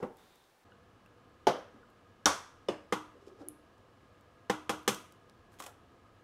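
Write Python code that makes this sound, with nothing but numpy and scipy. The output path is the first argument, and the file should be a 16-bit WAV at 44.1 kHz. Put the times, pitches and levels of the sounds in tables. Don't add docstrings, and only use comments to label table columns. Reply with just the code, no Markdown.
import sys
import numpy as np
from scipy import signal
from scipy.fft import rfft, irfft
from scipy.io import wavfile

SR = 44100
rng = np.random.default_rng(int(sys.argv[2]) if len(sys.argv) > 2 else 0)


def materialize(psi):
    bounded = np.clip(np.atleast_2d(psi).T, -1, 1)
    quanta = np.round(bounded * 32767).astype(np.int16)
    wavfile.write(sys.argv[1], SR, quanta)


def ratio(d):
    e = np.asarray(d, float) / 20
    return 10 ** e


N = 275003
TIME = np.arange(N) / SR


def first_knock():
    # (t/s, strength/dB, sharpness/(dB per octave above 1 kHz))
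    hits = [
        (0.0255, 1, 2),
    ]
    # (f/Hz, level/dB, t60/s)
    modes = [(246, 3.5, 0.17), (324, -10, 0.34), (516, -1.5, 0.44), (804, -35, 1.0), (970, -14, 0.42),
             (1150, -4, 0.23), (1497, -38, 0.2), (2090, -17, 0.24), (2700, -12.5, 0.1), (400, 6.0, 0.075),
             (660, -18.0, 0.13), (202, 6.5, 0.28), (107, 2, 0.1), (1030, -4, 0.13)]
    # (f/Hz, level/dB)
    colour = [(300, -28.5), (600, -25), (1000, -29), (2700, -34.5), (4000, -46), (12000, -59.5)]
    return ratio(-6) * blows(hits, colour, modes, direct_db=-2, split_db=-9.5, split_s=0.0083)


def dull_knock():
    # (t/s, strength/dB, sharpness/(dB per octave above 1 kHz))
    hits = [
        (1.4676, 0, 0),
    ]
    # (f/Hz, level/dB, t60/s)
    modes = [(262.8, -2, 0.073), (405.0, 7, 0.092), (510, -1, 0.059), (687.0, -7.0, 0.3),
             (1250, -35, 0.176), (1460, -8, 1.0), (3090, -9, 0.04), (3460, -45, 0.026), (730, -1.5, .2),
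             (570, -20, 0.084), (861, -1, .2), (862, -5.5, .15), (5900, -30, 0.024), (11100, 1, 0.035)]
    # (f/Hz, level/dB)
    colour = [(300, -17.5), (600, -12), (1100, -15), (3000, -16.5), (6000, -19.5), (7500, -32),
              (13000, -38)]
    return ratio(-1.5) * blows(hits, colour, modes, direct_db=8.5, split_db=-11.5, split_s=0.02)


def sharp_knock():
    # (t/s, strength/dB, sharpness/(dB per octave above 1 kHz))
    hits = [
        (2.2556, -1, 0.002),
    ]
    # (f/Hz, level/dB, t60/s)
    modes = [(292.7, 6.5, 0.27), (511, -8, 0.13), (662, -12.0, 0.1), (779.8, -4, 0.17),
             (1136.0, -3.5, 0.15), (1447, -2, 0.64), (1625, -1, 0.065), (3034, -3.5, 0.12),
             (3667, 6.5, 0.073), (380, -0.5, 0.16), (1014, -4.0, .2), (200, 2.5, 0.59), (121, -9.5, 0.31),
             (5850, 1.0, .1)]
    # (f/Hz, level/dB)
    colour = [(300, -29.5), (1000, -15.5), (3000, -19.5), (6000, -16), (12000, -33.5)]
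    return ratio(-3) * blows(hits, colour, modes, direct_db=9.0, split_db=5.5, split_s=0.0022, give_s=0.00038)


def fourth_knock():
    # (t/s, strength/dB, sharpness/(dB per octave above 1 kHz))
    hits = [
        (2.6834, 0, 0.0049),
    ]
    # (f/Hz, level/dB, t60/s)
    modes = [(195, -5, 0.17), (357, -4, 0.4), (505, 0, 0.24), (537, 0.5, 0.36), (705, -15, 0.071),
             (1020, -19, 0.14), (1200, 3.0, 0.17), (2956, 3, 0.21), (3410, -20, 0.18), (3560, 2.5, 0.16),
             (400, 5, 0.11), (5370, 8.5, 0.032), (8770, 7, 0.035)]
    # (f/Hz, level/dB)
    colour = [(300, -23), (1000, -25), (3000, -31.5), (6000, -36.5), (12000, -54)]
    return ratio(-5) * blows(hits, colour, modes, direct_db=-4, split_db=-5, split_s=0.015, stove_db=2.0)


def last_taps():
    # (t/s, strength/dB, sharpness/(dB per octave above 1 kHz))
    hits = [
        (2.922, -2, 0.42),
        (4.4957, -1.5, 0.4),
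        (4.692, -3.5, 1.8),
        (4.876, -2.7, 4.5),
        (4.884, -10, 3.5),
    ]
    # (f/Hz, level/dB, t60/s)
    modes = [(196.3, 6.5, 0.23), (322.0, 13.5, 0.045), (496, 4.5, 0.11), (801.0, 0, 0.3),
             (1040, 0.0, 0.077), (1195.3, 6, 0.05), (1537, -1.0, 0.043), (1748, 2.0, 0.045),
             (2083, -5.0, 0.19), (3335, -3.0, 0.055), (437, 9.5, 0.033), (400, 4.0, 0.12),
             (131.0, -2, 0.21), (5110, -7, 0.12)]
    # (f/Hz, level/dB)
    colour = [(300, -28.5), (1000, -24.5), (2100, -24.5), (3400, -26), (4500, -33.5), (6000, -32),
              (12000, -44.5)]
    return ratio(-0.5) * blows(hits, colour, modes, direct_db=7.0, split_db=-0.5, split_s=0.011, stove_db=9.5)


def blows(hits, colour, modes, direct_db, split_db, split_s, stove_db=-60, give_s=.0023):
    out = np.zeros((2, N))
    phases = np.pi + 1.03 * rng.standard_normal(len(modes))
    for s, strength_db, sharp_db in hits:
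        body = 0
        for (hz, db, t60), phase in zip(modes, phases):
            level_miss, pitch_miss = rng.standard_normal(2)
            damped_t60 = min(t60 / 2, 36 / hz + .03)
            body = body + ratio(db + 2.5 * level_miss) * ring(hz * (1 + .006 * pitch_miss), damped_t60, phase)
        body += ratio(stove_db - 15) * ring(307, 0.401)
        age = np.arange(len(body)) / SR
        body *= 1 - np.exp(-age / .0012)

        far = body * np.exp(-age / .0007)
        split_sum = ratio(split_db) * np.sqrt(SR / (1 / split_s + 1 / .006))
        far[0] -= np.hypot(ratio(direct_db), split_sum)

        splitting = rng.laplace(size=len(body)) * np.exp(-age / split_s)
        body += ratio(split_db) * splitting * np.minimum(age / 0.00064, 1)
        body[0] -= ratio(direct_db - 4.5)
        body[int(give_s * SR)] -= ratio(direct_db)

        tone = []
        for hz, db in colour:
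            octaves = max(np.log2(hz / 1000), 0)
            tone.append((hz, db + strength_db + sharp_db * octaves))
        bottom = [(20, tone[0][1] - 36), (70, tone[0][1] - 14)]
        contact = click(bottom + tone + [(16000, tone[-1][1] - 11)])
        add(out[0], s + .0017, signal.fftconvolve(body, contact))
        add(out[1], s + .0017, signal.fftconvolve(far, contact))
    return out


def squeeze():
    # (t/s, splinter level/dB, hollow level over it/dB)
    splits = [(5.52, -70, -9), (5.54, -68, 4), (5.5875, -57, -8), (5.5975, -49, -22), (5.6018, -42, 0),
              (5.612, -58, -7), (5.6225, -46.5, -24), (5.638, -45.5, -8), (5.646, -56, -16),
              (5.6631, -43.5, 0.5), (5.668, -58, 9)]
    out, t = np.zeros(N), TIME[:2000]
    for s, db, hollow_db in splits:
        burst = rng.laplace(size=len(t)) * np.exp(-t / 0.0047)
        hollow = ratio(hollow_db + 14.5) * band(band(burst, 840, 1200), 750, 1600)
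        middle = ratio(9.0) * band(band(burst, 1640, 2020), 3300, 3100)
        splinters = ratio(2.0) * band(band(burst, 5300, 6600), 6400, 8000)
        add(out, s, ratio(db) * (hollow + middle + splinters))
    rustle = unit(band(grains(5000, 2.8), 6000, 8000))
    touch = swell(5.532, -62, rise_s=.023, fall_s=.077)
    full = swell(5.6, -50.5, rise_s=0.015, fall_s=0.042, hold_s=0.079)
    return out + ratio(-10) * (touch + full) * rustle


def roll():
    # (t of greatest pressure/s, rumble level/dB, grit level/dB, 20 dB rise/s, 20 dB fall/s)
    rocks = [
        (0.003, -39.5, -60, 0.054, 0.069),
        (0.028, -31.5, -60, 0.0093, 0.024),
        (1.744, -54, -81, .024, 0.077),
        (3.165, -62, -77, .05, .06),
        (3.23, -68, -68, .06, .06),
        (3.278, -61, -56.5, 0.028, 0.037),
        (3.418, -46.5, -59, 0.072, 0.028),
    ]
    # (t/s, level/dB, f/Hz, t60/s)
    bumps = [(1.744, -50, 260, 0.071), (2.262, -42, 202, 0.11), (2.69, -68, 150, 0.099),
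             (4.7, -41, 200, 0.072), (4.885, -35.5, 200, 0.077), (2.27, -49.5, 76.5, 0.17),
             (3.153, -50, 430, .04), (3.165, -56, 400, 0.1), (3.225, -54.5, 380, 0.073),
             (3.273, -41, 385, 0.044), (3.287, -59.5, 377, 0.023), (3.404, -54, 790, 0.053),
             (3.408, -41, 318, 0.035), (3.422, -46, 365, 0.046), (3.433, -41, 400, 0.019),
             (3.465, -55, 300, 0.26), (3.481, -57, 325, 0.037), (4.7, -66, 70, 0.54)]
    rumble = unit(drum(grains(270, 2.0)))
    grit = grains(4000, 2.5)
    scrape = unit(band(band(grit, 3000, 5000), 4200, 6000) + 0.52 * band(grit, 5000, 500))
    rocking = np.zeros(N)
    for s, db, grit_db, rise_s, fall_s in rocks:
        rubbing = ratio(db - 7.0) * rumble + ratio(grit_db - 11) * scrape
        rocking += swell(s, 0, rise_s, fall_s) * rubbing
    return rocking + ratio(3.5) * pings(bumps, grit=0.13)


def drum(x):
    # (f/Hz, width/Hz, level/dB)
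    modes = [(260, 61, 2.5), (384.7, 110, 3), (460, 240, -18), (743, 140, -7.5), (1305, 210, -13.5)]
    return sum(ratio(db) * band(band(x, hz, w), hz, 2 * w) for hz, w, db in modes)


def ticks():
    # (t/s, level/dB, f/Hz)
    flakes = [(.17, -64, 10200), (0.185, -63, 3540), (.236, -69, 4830), (.357, -66, 10500),
              (.44, -68, 5050), (0.899, -71, 3080), (1.061, -71, 8200), (1.902, -73, 9000),
              (3.781, -71.5, 6000), (4.21, -70, 8080), (4.832, -69, 13500), (4.946, -39, 6000),
              (5.123, -60, 8340), (5.297, -59, 3670)]
    # (t/s, level/dB, f/Hz, t60/s)
    snaps = [
        (.720, -53, 1490, 0.045),
        (.721, -60, 2900, .03),
        (1.060, -61, 1588, 0.04),
        (1.061, -58.5, 2700, .03),
        (1.4775, -41.5, 5900, 0.012),
        (1.830, -54, 1450, 0.045),
        (2.2577, -5.5, 5680, 0.0054),
    ]
    flick = ratio(-3.5) * (np.arange(N) == int(3.486 * SR))
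    flick = band(band(flick, 10200, 1300) + ratio(-31) * flick, 11200, 5400)
    small = pings([(*row, 0.012) for row in flakes], grit=5)
    return flick + pings(snaps, grit=.05) + ratio(-6) * small


def kitchen(x, wet_db, far=None, early_db=-6, early_s=0.024, gap_s=0.0015):
    # (f/Hz, t60/s, level/dB)
    decay = [(150, 0.34, -6), (300, 0.15, -39), (595, 0.33, -5.5), (1180, 0.64, -20), (2600, 0.32, -19.5),
             (5030, 0.2, -34.5), (8700, 0.39, -20.5), (15000, 0.065, -15.5)]
    # (f/Hz, level/dB)
    wall_colour = [(300, 0.5), (1600, 3), (2400, -3), (3500, 0), (4500, -2), (6300, 3), (7000, 0),
                   (9000, 1)]
    t, noise = TIME[:SR], rng.standard_normal(SR)
    early = ratio(early_db) * np.exp(-t / early_s)
    tail = sum(ratio(db) * band(noise, hz, hz) * (1000. ** (-t / t60) + early) for hz, t60, db in decay)
    echo = np.convolve(tail * (t > gap_s), click(wall_colour, size=512))
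    sent = x if far is None else far
    return x + ratio(wet_db) * signal.fftconvolve(sent, echo)[:N]


def air():
    cut_s, start_s = .645, 0.01
    before = steamy_air() * (TIME > start_s) * (TIME < cut_s)
    return before + fan_air() * np.clip((TIME - cut_s) / 0.0066, 0, 1)


def steamy_air():
    # (f/Hz, level/dB per Hz)
    spectrum = [(15, -45), (25, -2), (240, -4), (274, -4.5), (359, -1.5), (631, -8.5), (741, -6.5),
                (2360, -26), (3630, -29), (15500, -37)]
    noise = coloured(spectrum)
    low = signal.lfilter(*signal.butter(2, 2500, fs=SR), noise)
    sag = ratio(14.0 - 75 - 28 * TIME)
    hiss = ratio(-77.5) + swell(.194, -71.5 - 3.5, rise_s=0.045, fall_s=0.59)
    whistle = swell(.19, -78, rise_s=0.023, fall_s=.07, hold_s=0.26)
    whistle = whistle * unit(band(rng.standard_normal(N), 3630, 260))
    return sag * unit(low) + ratio(7.0) * hiss * unit(noise - low) + ratio(3.0) * whistle


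def fan_air():
    # (f/Hz, level/dB per Hz)
    spectrum = [(15, -40), (25, -8), (53, -12.5), (101, 0), (160, -13), (198, -6), (349, -7), (495, -13),
                (598, -12.5), (1240, -18.5), (1380, -20.5), (1710, -23.5), (2010, -23.5), (2920, -25),
                (15500, -47)]
    # (f/Hz, width/Hz, level/dB)
    hums = [(102, 55, -71.5), (487.4, 30, -72), (683, 33, -76.5), (1058, 72, -75), (1237, 57, -71.5),
            (1665, 57, -76), (2940, 61, -86.5)]
    fan = sum(ratio(db) * unit(band(rng.standard_normal(N), hz, w)) for hz, w, db in hums)
    return ratio(-60 - 4.0) * coloured(spectrum) + fan


def grains(rate, spread_db):
    hit = rng.random(N) < rate / SR
    return hit * ratio(spread_db * rng.exponential(size=N)) * rng.choice([-1, 1], N)


def pings(table, grit):
    out, t = np.zeros(N), TIME[:SR // 2]
    for s, db, hz, t60 in table:
        splinter = grit * band(rng.standard_normal(len(t)), hz, hz) * 1000. 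** (-t / t60)
        mode = ring(hz, t60, size=len(t)) * (1 - np.exp(-t * hz / 0.5))
        add(out, s, ratio(db) * (mode + splinter))
    return out


def ring(hz, t60, phase=0, size=22050):
    t = np.arange(size) / SR
    return np.sin(2 * np.pi * hz * t + phase) * 1000. ** (-t / t60)


def swell(s, db, rise_s, fall_s, hold_s=0):
    distance = np.maximum((s - TIME) / rise_s, (TIME - s - hold_s) / fall_s)
    return ratio(db - 20 * np.maximum(distance, 0))


def band(x, hz, width_hz):
    return signal.lfilter(*signal.iirpeak(hz, hz / width_hz, fs=SR), x)


def tint(points, size):
    hz, db = np.transpose(points)
    bins_hz = np.arange(size // 2 + 1) * SR / size
    return ratio(np.interp(np.log(bins_hz + 1), np.log(hz), db))


def coloured(points):
    white = rfft(rng.standard_normal(N + 1), N + 1)
    return unit(irfft(white * tint(points, size=N + 1))[:N])


def click(points, size=2048):
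    cepstrum = irfft(np.log(tint(points, size=size)))
    cepstrum[1:size // 2] *= 2
    cepstrum[size // 2 + 1:] = 0
    return irfft(np.exp(rfft(cepstrum)))


def unit(x):
    return x / np.sqrt(np.mean(x ** 2))


def add(out, s, x):
    i = int(s * SR)
    out[i:i + len(x)] += x[:len(out) - i]


def scene():
    groups = [(first_knock() + dull_knock(), -13), (sharp_knock(), -12),
              (fourth_knock(), -10), (last_taps(), -16)]
    knocks = sum(kitchen(near, wet_db, far) for (near, far), wet_db in groups)
    crunch = kitchen(squeeze(), wet_db=-28)
    small = kitchen(ticks(), wet_db=-34.5) + kitchen(roll(), wet_db=-25.5)
    return (knocks + crunch + small + air())[None]


def roll_off(x):
    return signal.sosfilt(signal.butter(12, 16820, fs=SR, output="sos"), x)


def record(dry):
    top_cut = signal.ellip(5, .3, 24, 15600, fs=SR, output="sos")
    mix = signal.sosfilt(top_cut, dry)
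    return roll_off(mix)


dry = scene()
out = record(dry)
materialize(out)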